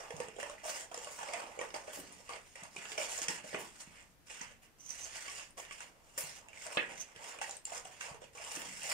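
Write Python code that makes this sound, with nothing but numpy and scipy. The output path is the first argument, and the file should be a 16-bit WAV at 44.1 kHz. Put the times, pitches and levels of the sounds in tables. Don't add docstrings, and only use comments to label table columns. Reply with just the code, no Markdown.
import sys
import numpy as np
from scipy import signal
from scipy.fft import rfft, irfft, next_fast_len
from scipy.io import wavfile
from scipy.ndimage import uniform_filter1d

SR = 44100
rng = np.random.default_rng(int(sys.argv[2]) if len(sys.argv) > 2 else 0)


def pcm_store(signal):
    levels = np.round(np.clip(np.atleast_2d(signal), -1, 1) * 32767)
    wavfile.write(sys.argv[1], SR, levels.astype(np.int16).T)


def volts_from_decibels(level):
    exponent = np.asarray(level, float) / 20
    return 10 ** exponent


N = 393813

# f/Hz, level per Hz/dB
PAPER_COLOUR = [(65, -50), (110, -28), (375, -12.5), (556, 3), (729, -2), (879, 2), (1390, -4.5),
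                (1860, -4), (2820, -4), (3840, -19), (7170, -13.5), (8830, -15.5), (10900, -27.5),
                (14500, -34), (15800, -27)]
PART_EDGES = [110, 1400, 3900, 10500, 15500]
# f/Hz, level/dB
HUSH_COLOUR = [(12, -32), (20, -5.5), (133, -11), (176, -11.5), (209, -15.5), (308, -15), (386, -20),
               (419, -18), (2370, -25), (3910, -30.5), (5500, -29.5), (15800, -35.5)]
# start t/s, length/s, level/dB, swell over the stroke/dB
BENDS = [(0.0, 0.24, -50, 4), (0.003, 0.021, -38.5, -6.5), (0.39, 0.13, -46.5, -0.8),
         (0.639, 0.18, -43.5, -7.5), (0.918, 0.25, -50.5, -28), (0.948, 0.6, -50.5, -12),
         (1.207, 0.21, -48.5, 6), (1.435, 0.26, -51.5, -3.5), (1.598, 0.036, -43.5, 0),
         (1.741, 0.019, -44.5, 5.5), (1.8, 0.67, -55, -12), (2.298, 0.044, -47, 3), (2.554, 0.098, -64, 13),
         (2.75, 0.5, -55, 5), (2.981, 0.19, -37.5, -31), (3.283, 0.011, -54, 8), (3.54, 0.08, -45, -1),
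         (5.579, 0.026, -45, -17), (5.707, 1.4, -65, -1.5), (6.169, 1.9, -59.5, -22),
         (6.659, 0.27, -46.5, -7.5), (6.772, 0.031, -57, -13), (7.197, 0.35, -49, -6.5),
         (7.676, 0.034, -63, 10), (7.725, 0.039, -50, 2.5), (7.758, 0.14, -65, 10),
         (8.017, 0.11, -56.5, 9.5), (8.35, 0.29, -53, 3), (8.578, 0.073, -48, -15)]
# start t/s, length/s, level/dB, swell over the stroke/dB
CUTS = [(0.267, 0.58, -56.5, -0.5), (0.403, 0.03, -57, -12), (1.185, 0.38, -46, -15),
        (1.879, 0.4, -48, -24), (2.277, 0.09, -54, 9.5), (2.562, 0.073, -53, -1), (2.768, 0.38, -51, -8),
        (3.226, 0.15, -59.5, 15), (3.388, 0.22, -58, 13.5), (3.646, 0.37, -62.5, 6.5),
        (4.298, 0.22, -47.5, -6.5), (4.622, 0.02, -63.5, 5.5), (4.9, 0.28, -59, 12.5),
        (5.248, 0.16, -50, 3.5), (5.59, 0.25, -55.5, 2), (6.166, 0.2, -54, -31), (6.477, 0.64, -72, 13),
        (6.535, 0.12, -52.5, -12), (6.66, 0.075, -59, 3), (6.8, 0.047, -61, -21), (6.857, 0.15, -50.5, 1.5),
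        (7.154, 0.17, -55.5, 6.5), (7.427, 0.32, -43, -53), (7.913, 0.15, -62.5, 18),
        (8.213, 0.029, -58.5, 7), (8.378, 0.36, -48.5, -3.5), (8.829, 0.24, -46, 29)]
# start t/s, length/s, level/dB, swell over the stroke/dB
RUBS = [(0.398, 0.099, -50, -13), (0.636, 0.069, -47.5, 9), (0.738, 0.1, -44, -4.5), (0.947, 0.47, -50, -2),
        (1.553, 0.64, -61.5, 3.5), (1.89, 0.08, -58, 13), (2.118, 0.99, -62, 1), (2.72, 0.21, -61.5, 15.5),
        (2.979, 0.064, -40.5, 3), (3.093, 0.09, -42, 2), (3.219, 0.025, -37, -6.5),
        (3.286, 0.064, -38.5, -7), (3.451, 0.67, -50, -24), (3.783, 0.024, -54.5, 7),
        (4.265, 0.17, -57.5, 5.5), (4.787, 0.095, -64.5, 6), (4.888, 0.042, -52.5, 5.5),
        (4.95, 0.43, -50.5, 3), (5.357, 0.16, -48, -20.5), (5.575, 0.032, -51, 1.5),
        (5.711, 0.16, -49.5, -9.5), (6.042, 0.33, -67, 17), (6.178, 0.11, -42, -4), (6.562, 0.079, -57, 10),
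        (6.622, 0.04, -45.5, -6), (6.71, 0.03, -53, 8.5), (6.978, 0.045, -52.5, 1),
        (7.205, 0.1, -54.5, 6.5), (7.417, 0.15, -45, -9.5), (7.669, 0.03, -50.5, 1.5),
        (7.724, 0.064, -44.5, -5), (7.852, 0.24, -56.5, -10), (8.008, 0.089, -45.5, -7.5),
        (8.334, 0.22, -60.5, 20.5), (8.593, 0.45, -54, 20)]
# start t/s, length/s, level/dB, swell over the stroke/dB
SLIDES = [(0.402, 0.04, -75, -1.5), (0.655, 0.069, -65, 2), (1.102, 0.096, -75, 4), (1.921, 0.064, -67, 8),
          (2.98, .04, -67, -1.5), (3.59, 0.027, -59.5, -5), (4.626, 0.018, -78, -1.5),
          (5.583, 0.035, -68, -1.5), (6.181, 0.046, -49, -6.5), (7.649, .006, -68, -6),
          (8.531, 0.082, -64, -1.5), (8.832, .1, -71, 16)]
# flexing/dB, blade edge/dB, fibre fizz/dB, finest fizz/dB
STIRRED_PARTS = [(-3.5, -9.5, -11.5, -19.5), (-11, -4, -8.5, -35), (-15, -7, -3, -11.5),
                 (-30, -30, -6, 13.5)]
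# t/s, ring f/Hz, ring level/dB
CREASES = [(0.105, 470, -42.5), (0.202, 508, -37.5), (0.284, 450, -48.5), (0.385, 560, -50),
           (0.497, 594, -43), (0.7, 585, -49), (0.914, 690, -50.5), (0.975, 485, -45.5), (1.072, 610, -46),
           (1.189, 965, -45.5), (1.23, 840, -43), (1.285, 588, -43.5), (1.59, 530, -47), (1.613, 512, -39),
           (1.877, 576, -68), (2.292, 1188, -42.5), (2.335, 706, -55), (5.28, 1126, -46.5),
           (3.022, 526, -44), (3.444, 584, -66), (3.55, 427, -67), (5.599, 1000, -46), (7.493, 796, -46.5),
           (7.719, 697, -49.5), (7.853, 743, -45), (8.145, 450, -53), (8.218, 533, -56), (8.35, 480, -56)]
# t/s, edge peak level/dB, ring f/Hz, ring level/dB, fizz level/dB
SNIPS = [(0.429, -30.5, 575, -38.5, -42.5), (0.943, -49, 735, -54, -40), (1.335, -24.5, 682, -41.5, -37),
         (1.742, -44, 586, -55, -53), (2.556, -39, 540, -56.5, -47.5), (2.762, -51, 393, -48, -44),
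         (2.854, -30, 436, -62, -61), (2.918, -26, 420, -49, -45), (3.283, -21.5, 478, -44.5, -34),
         (3.545, -21, 630, -39.5, -64), (4.412, -34, 988, -68, -44), (2.979, -24, 580, -49, -45),
         (5.577, -46, 1130, -51, -49), (5.71, -35, 1140, -50.5, -51), (5.805, -35, 970, -58, -46),
         (6.177, -31.5, 528, -43, -37), (6.53, -45, 960, -81, -63), (6.771, -12.5, 556, -41, -62),
         (7.161, -39.5, 470, -58, -50.5), (7.387, -37, 800, -65, -49), (7.414, -29.5, 868, -42, -40.5),
         (7.652, -43, 840, -68, -47), (8.009, -27, 1130, -69, -45), (8.83, -55, 675, -91, -57)]
# t/s, peak level/dB, f/Hz
EDGE_POPS = [(0.1062, -40, 1780), (0.3641, -51, 3200), (0.4, -48, 2300), (0.4289, -43, 2610),
             (0.9443, -46, 1930), (1.0455, -46, 2870), (1.2296, -37, 1460), (1.288, -38, 2210),
             (1.3354, -33.5, 2160), (1.5918, -35.5, 2300), (1.6137, -33.5, 1890), (1.7424, -41, 2230),
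             (2.2897, -53, 1970), (2.3346, -48, 2320), (2.5546, -42.5, 1980), (2.6184, -46, 2060),
             (2.7651, -34.5, 2440), (2.8534, -39, 2670), (2.9183, -41, 2110), (2.9776, -29.5, 2350),
             (3.0145, -31.5, 2380), (3.1193, -39, 2560), (3.2829, -33, 1760), (3.5304, -44, 1900),
             (3.5448, -37, 2500), (4.4104, -46, 1960), (5.2819, -38, 2230), (5.7119, -41, 2210),
             (5.8077, -52, 1910), (6.1779, -37, 1815), (6.5306, -44, 2370), (6.573, -42, 2200),
             (6.6134, -42.5, 2190), (6.7263, -41, 2440), (6.7718, -23, 2584), (6.7782, -28.5, 2110),
             (6.79, -31, 1800), (0.58, -45, 1990), (6.826, -33, 1680), (6.846, -38, 1950),
             (7.1671, -49, 1660), (7.3876, -42, 2440), (7.418, -34, 1590), (7.442, -36, 1880),
             (7.652, -46.5, 2800), (7.7204, -45, 2640), (8.0097, -36, 1560), (8.3794, -43, 2320),
             (8.5689, -37.5, 2710), (8.8179, -40, 2670), (8.9136, -32, 2400)]
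# t/s, peak level/dB, f/Hz
SHEET_POPS = [(0.218, -41, 955), (0.204, -34, 524), (0.364, -42.5, 470), (0.386, -35.5, 520),
              (0.433, -40, 990), (0.499, -50, 566), (0.635, -43, 654), (0.654, -37, 630), (0.68, -38, 650),
              (0.705, -44, 574), (0.914, -49, 735), (0.943, -42, 726), (1.07, -47, 544), (1.191, -40, 970),
              (1.21, -38, 920), (1.292, -43, 600), (1.339, -36, 676), (1.575, -40, 543), (1.59, -32.5, 540),
              (1.611, -39, 490), (1.741, -34, 590), (1.879, -36, 580), (1.974, -41.5, 580),
              (2.293, -40, 1155), (2.982, -28.5, 593), (3.014, -39, 580), (3.282, -46, 890),
              (3.3, -37, 960), (3.443, -40.5, 577), (3.53, -38, 547), (3.545, -32.5, 438),
              (4.416, -41, 960), (5.807, -44, 980), (6.178, -40.5, 576), (6.663, -43, 640),
              (6.68, -46, 940), (6.7712, -27, 540), (7.414, -35, 837), (7.675, -45, 880),
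              (7.719, -37.5, 720), (7.853, -57, 713), (8.219, -41, 542), (8.399, -45.5, 660)]
# t/s, peak level/dB, f/Hz
FIBRE_POPS = [(0.2848, -50, 7300), (0.3641, -49, 7360), (0.4, -45, 7500), (0.4976, -57, 7100),
              (0.6649, -37, 8800), (0.9772, -36, 7260), (1.5908, -40.5, 6800), (1.7045, -51, 5000),
              (1.7474, -38.5, 4800), (2.1246, -44.5, 8800), (2.3357, -43, 4560), (2.9827, -32.5, 5680),
              (3.032, -33, 7100), (3.1278, -37, 7220), (3.1567, -40, 7040), (3.1784, -30, 6840),
              (3.2178, -31, 6700), (3.2303, -34, 6830), (3.2845, -29, 5460), (3.303, -38, 7330),
              (4.415, -35, 6220), (5.28, -44, 7300), (5.5073, -51, 8950), (5.6022, -40.5, 6860),
              (6.1724, -49, 7300), (6.1789, -32.5, 7340), (6.2382, -38, 7240), (6.728, -42, 8490),
              (7.4955, -38, 7060), (7.5097, -34, 7200), (7.568, -38, 8330), (7.654, -28.5, 7400),
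              (7.705, -41, 7260), (7.7266, -40, 7100), (7.748, -40, 6970), (7.7785, -37.5, 7400),
              (7.7974, -44, 7010), (7.852, -44, 8130), (8.011, -49, 7470), (8.3536, -49, 7000),
              (8.4482, -38, 7730), (8.6173, -41, 7260), (8.8315, -41, 8450), (8.8677, -35, 7200),
              (8.9038, -34, 5050)]
# t/s, peak level/dB, f/Hz
THUMPS = [(0.14, -43.5, 155), (0.197, -49, 348), (1.439, -51.5, 352), (1.739, -49.5, 345),
          (1.989, -44, 370), (2.624, -50, 194), (2.78, -51, 207), (3.215, -48.5, 324), (3.287, -45.5, 188),
          (3.3, -44.5, 332), (3.44, -50, 211), (3.541, -40, 225), (3.873, -50.5, 219), (4.411, -49.5, 230),
          (6.237, -49.5, 147), (6.77, -42, 184), (6.776, -39, 340), (6.8, -57, 305), (6.915, -55, 330),
          (7.162, -56, 127), (8.112, -47.5, 139), (8.57, -43, 328)]
# t/s, peak level/dB, dull part over
# bright part/dB
TICKS = [(0.165, -32.5, -15), (0.4, -23.5, 11.5), (1.045, -28, -15), (1.7043, -32.5, 16), (1.742, -23, 10),
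         (2.6352, -27, -3), (3.217, -26, -30), (3.2847, -39, -11), (2.786, -32, 6), (4.283, -39.5, 7),
         (4.93, -41, 10), (5.167, -27.5, -4), (5.298, -31, -8), (5.65, -31, 8), (6.485, -33.5, 9),
         (6.5722, -41, -7), (6.666, -23, -5), (6.7779, -8, 50), (7.241, -32, -3), (7.4941, -45, -1),
         (7.509, -26.5, -27), (7.568, -37, -14), (7.6522, -26.5, -14), (7.749, -36, 0), (7.778, -31, -4),
         (8.026, -42, -3), (8.054, -45, 0), (2.8177, -38, 10), (8.618, -26, 6), (8.8316, -25, -6)]
# t/s, f/Hz, level/dB
WOBBLES = [
    [(1.96, 241, -64), (2.2, 177, -80)],
    [(8.54, 220, -65.5), (8.93, 161, -77.5)],
]
# t/s, f/Hz, level/dB
SQUEAKS = [
    [(4.78, 6200, -77), (4.8, 6100, -63), (4.868, 6230, -61), (4.906, 5960, -53), (4.946, 6060, -68),
     (5.052, 6250, -52.5), (5.1, 6100, -80)],
    [(6.95, 6280, -68), (6.994, 6270, -57), (7.014, 6340, -48.5), (7.07, 6300, -80)],
]
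# f/Hz, time to fall 60 dB/s
ROOM_DECAY = [(200, 0.67), (600, 0.23), (2000, 0.28), (6000, 0.17), (14000, 0.11)]
# f/Hz, likeness from 0 to 1
PORT_LIKENESS = [(40, 0.091), (130, 0.17), (300, 0.67), (700, 0.52), (1500, 0.028), (15000, 0.045)]
# f/Hz, difference/dB
PORT_LEAN = [(60, 3), (200, -3.5), (750, -5.5), (1150, 2), (2400, -5.5), (6600, -10), (8300, 10),
             (13000, 1)]
PLACE_LAGS = [-4e-4, 3e-5, 2.6e-4]
# f/Hz, width/Hz, level/dB
RINGS = [(7100, 117, 4), (5200, 100, 1.5), (9120, 210, 1.5), (2500, 170, -1.5), (1300, 270, 0)]
# f/Hz, width/Hz, level/dB
HOLLOW = (4130, 280, -2.2)


def evened(x):
    return x / np.sqrt(np.mean(abs(x) ** 2) + 1e-20)


def smooth_noise(first, second):
    noise = uniform_filter1d(rng.standard_normal(N), size=first)
    return evened(uniform_filter1d(noise, size=second))


def read(points, hz):
    f, value = np.transpose(points)
    return np.interp(np.log(hz + 1), np.log(f + 1), value)


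def add(mix, s, sound):
    part = mix[round(s * SR):][:len(sound)]
    part += sound[:len(part)]


def sine(hz, t, phase=0):
    return np.sin(2 * np.pi * hz * t + phase)


def parts(hz):
    steps = [1 / (1 + (edge / (hz + 1)) ** 14) for edge in PART_EDGES]
    steps[-1] = 0 * hz
    colour = volts_from_decibels(read(PAPER_COLOUR, hz))
    shapes = np.array([colour * np.sqrt(a - b) for a, b in zip(steps, steps[1:])])
    return shapes / np.sqrt(np.mean(shapes ** 2, axis=1, keepdims=True))


def resonate(x, hz, width):
    turn = np.exp(2j * np.pi * np.cumsum(hz * np.ones(len(x))) / SR)
    r = np.exp(-np.pi * width / SR)
    return 2 * (turn * signal.lfilter([1 - r], [1, -r], x / turn)).real


def ports(pair, hz):
    same = np.clip(read(PORT_LIKENESS, hz), 0, 1)
    return np.array([pair[0], same * pair[0] + np.sqrt(1 - same ** 2) * pair[1]])


def hush(level_db=-66.0, bump_db=1.5):
    hz = np.fft.rfftfreq(N, 1 / SR)
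    z = ports(rfft(rng.standard_normal((2, N))), hz) * volts_from_decibels(read(HUSH_COLOUR, hz))
    low = 1 / (1 + (hz / 170) ** 4)
    lean = volts_from_decibels(np.outer([.5, -.5], read(PORT_LEAN, hz)))
    hiss = irfft(z * (1 - low), N)
    rumble = irfft(z * low * lean, N)
    bumps = volts_from_decibels(bump_db * smooth_noise(5000, 3000))
    return volts_from_decibels(level_db) * evened(hiss + bumps * rumble)


def strokes(rows, t, rise_db_per_s=2200, fall_db_per_s=335):
    power = np.zeros(len(t))
    for s, length, db, *swell_db in rows:
        before_db = rise_db_per_s * np.maximum(s - t, 0)
        after_db = fall_db_per_s * np.maximum(t - s - length, 0)
        inside_db = sum(swell_db) * np.clip((t - s) / length, 0, 1)
        power += volts_from_decibels(db + inside_db - (before_db + after_db)) ** 2
    return power


def rustle(per_s=1400, spread_db=4., clump_db=2.1, hiss=.5, patchy_db=2.4):
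    size_db = spread_db * np.minimum(rng.exponential(1, (3, N)), 3.2)
    size = volts_from_decibels(size_db) * rng.choice([-1., 1.], (3, N))
    clicks = evened(size * (rng.random((3, N)) < per_s / SR))
    clicks = clicks + hiss * rng.standard_normal((3, N))
    clumped = evened(clicks * volts_from_decibels(clump_db * smooth_noise(500, 200)))
    hz, t, z = signal.stft(clumped, SR, nperseg=512, noverlap=384)
    patches = uniform_filter1d(rng.standard_normal(z[0].shape), size=5, axis=0)
    patches = evened(uniform_filter1d(patches, size=14, axis=1))
    motions = [strokes(rows, t) for rows in (BENDS, CUTS, RUBS, SLIDES)]
    powers = volts_from_decibels(STIRRED_PARTS).T ** 2 @ motions
    shape = np.sqrt(parts(hz).T ** 2 @ powers) * evened(volts_from_decibels(patchy_db * patches))
    return signal.istft(z * shape, SR, nperseg=512, noverlap=384)[1][:, :N]


def snaps(crack_t60=.013, ring_t60=0.068, ring=0.61, edge_drop_db=-7.5, rise_s=0.001):
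    out, t = np.zeros(N), np.arange(4096) / SR
    shapes = parts(np.fft.rfftfreq(4096, 1 / SR))
    rows = SNIPS + [(s, db + 8, hz, db, db - 3) for s, hz, db in CREASES]
    noises = rng.standard_normal((len(rows), 2, 4096))
    crack_fade = volts_from_decibels(-60 * t / crack_t60) + volts_from_decibels(-20 - 60 * t / .06)
    crack_fade = crack_fade * np.minimum(t / rise_s, 1)
    for (s, peak_db, hz, sheet_db, fizz_db), (a, b) in zip(rows, noises):
        gains = volts_from_decibels([sheet_db - 5.0, peak_db + edge_drop_db, fizz_db, fizz_db - 27.0])
        crack = irfft(rfft(a) * np.sqrt(gains ** 2 @ shapes ** 2)) * crack_fade
        tone = sine(hz, t) + .5 * sine(1.8 * hz, t, b[0])
        ring_fade = volts_from_decibels(sheet_db - 60 * t / ring_t60) * np.minimum(t / 0.00088, 1)
        add(out, s, crack + ring * ring_fade * tone)
    return out


def pops(rows, rise_s, level_db, pair=1.07):
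    out, t = np.zeros(N), np.arange(2048) / SR
    swell = t / rise_s * np.exp(1 - t / rise_s)
    for s, db, hz in rows:
        tone = sine(hz, t) + 0.38 * sine(pair * hz, t)
        add(out, s, volts_from_decibels(db + level_db) * tone * swell)
    return out


def thumps(t60=0.032):
    out, t = np.zeros(N), np.arange(6000) / SR
    for s, db, hz in THUMPS:
        push = sine(hz, t) - 0.3 * sine(0.59 * hz, t)
        add(out, s, volts_from_decibels(db - 60 * t / t60) * push * np.minimum(t / 0.0019, 1))
    return out


def ticks(t60=0.011, rise_s=0.001):
    out, t = np.zeros(N), np.arange(512) / SR
    _, edge, fizz, finest = parts(np.fft.rfftfreq(512, 1 / SR))
    for (s, db, edge_db), noise in zip(TICKS, rng.standard_normal((len(TICKS), 512))):
        click = evened(irfft(rfft(noise) * (volts_from_decibels(edge_db) * edge + fizz + 0.059 * finest)))
        click = click * volts_from_decibels(-60 * t / t60) * np.minimum(t / rise_s, 1)
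        add(out, s, volts_from_decibels(db - 7.0) * click / abs(click).max())
    return out


def wobbles(width_hz=170):
    out = np.zeros(N)
    for rows in WOBBLES:
        s, hz, db = np.transpose(rows)
        t = np.arange(s[0], s[-1], 1 / SR)
        centre = np.interp(t, s, hz)
        push = resonate(rng.standard_normal(len(t)), centre, width_hz)
        push = evened(resonate(push, centre, width_hz))
        add(out, s[0], push * volts_from_decibels(np.interp(t, s, db) + 0.5) * signal.windows.tukey(len(t), .1))
    return out


def squeaks(width_hz=260, throb_db=5.5):
    out = np.zeros(N)
    for rows in SQUEAKS:
        s, hz, db = np.transpose(rows)
        t = np.arange(s[0], s[-1], 1 / SR)
        slips, throb = rng.standard_normal((2, len(t)))
        whistle = evened(resonate(slips, np.interp(t, s, hz), width_hz))
        throb = evened(uniform_filter1d(throb, size=350))
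        level_db = np.interp(t, s, db) + 0.5 + throb_db * throb
        add(out, s[0], whistle * volts_from_decibels(level_db) * signal.windows.tukey(len(t), .15))
    return out


def path(x, lag_s, wet_db=-3.0):
    taps = np.zeros((2, SR // 2))
    at = np.arange(60, SR // 2 - 20, 20) + rng.integers(0, 20, (2, (SR // 2 - 61) // 20))
    np.put_along_axis(taps, at, rng.choice([-1., 1.], at.shape), 1)
    hz, t, z = signal.stft(taps, SR, nperseg=256)
    fade = volts_from_decibels(-60 * t / read(ROOM_DECAY, hz)[:, None])
    tail = signal.istft(z * fade, SR, nperseg=256)[1]
    size = next_fast_len(N + SR)
    hz = np.fft.rfftfreq(size, 1 / SR)
    wet = volts_from_decibels(wet_db) * ports(rfft(tail / np.linalg.norm(tail[0]), size), hz)
    side = np.array([[.5], [-.5]])
    direct = np.exp(-2j * np.pi * side * hz * lag_s)
    ring_db = sum(db * np.exp(-((hz - centre) / width) ** 2) for centre, width, db in RINGS + [HOLLOW])
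    heard = volts_from_decibels(side * read(PORT_LEAN, hz) + ring_db) * (direct + wet)
    return irfft(rfft(x, size) * heard, size)[:, :N]


def room(spread, single, turns_per_s=1.3):
    turn = np.pi * turns_per_s * np.arange(N) / SR
    shares = [np.sqrt(2 / 3) * abs(np.cos(turn + k * np.pi / 3)) for k in range(3)]
    return sum(path(x + single * share, lag_s) for x, share, lag_s in zip(spread, shares, PLACE_LAGS))


def scene():
    single = volts_from_decibels(3.5) * snaps() + volts_from_decibels(1.0) * thumps() + ticks() + wobbles() + squeaks()
    near = pops(EDGE_POPS, 0.0015, -2.0, pair=1.18)
    near += pops(SHEET_POPS, 0.0021, -1.2, pair=1.313)
    near += pops(FIBRE_POPS, 0.00058, 0.75)
    return hush() + room(volts_from_decibels(-8.0) * rustle(), single) + path(near, PLACE_LAGS[0], wet_db=-4.0)


def top_cut(x):
    return signal.sosfilt(signal.butter(12, 16480, fs=SR, output="sos"), x)


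def record(dry):
    low_pass = signal.firwin(255, 15650, window=("kaiser", 5), fs=SR)
    limited = signal.oaconvolve(dry, low_pass[None], "same")
    return top_cut(limited)


dry = scene()
out = record(dry)
pcm_store(out)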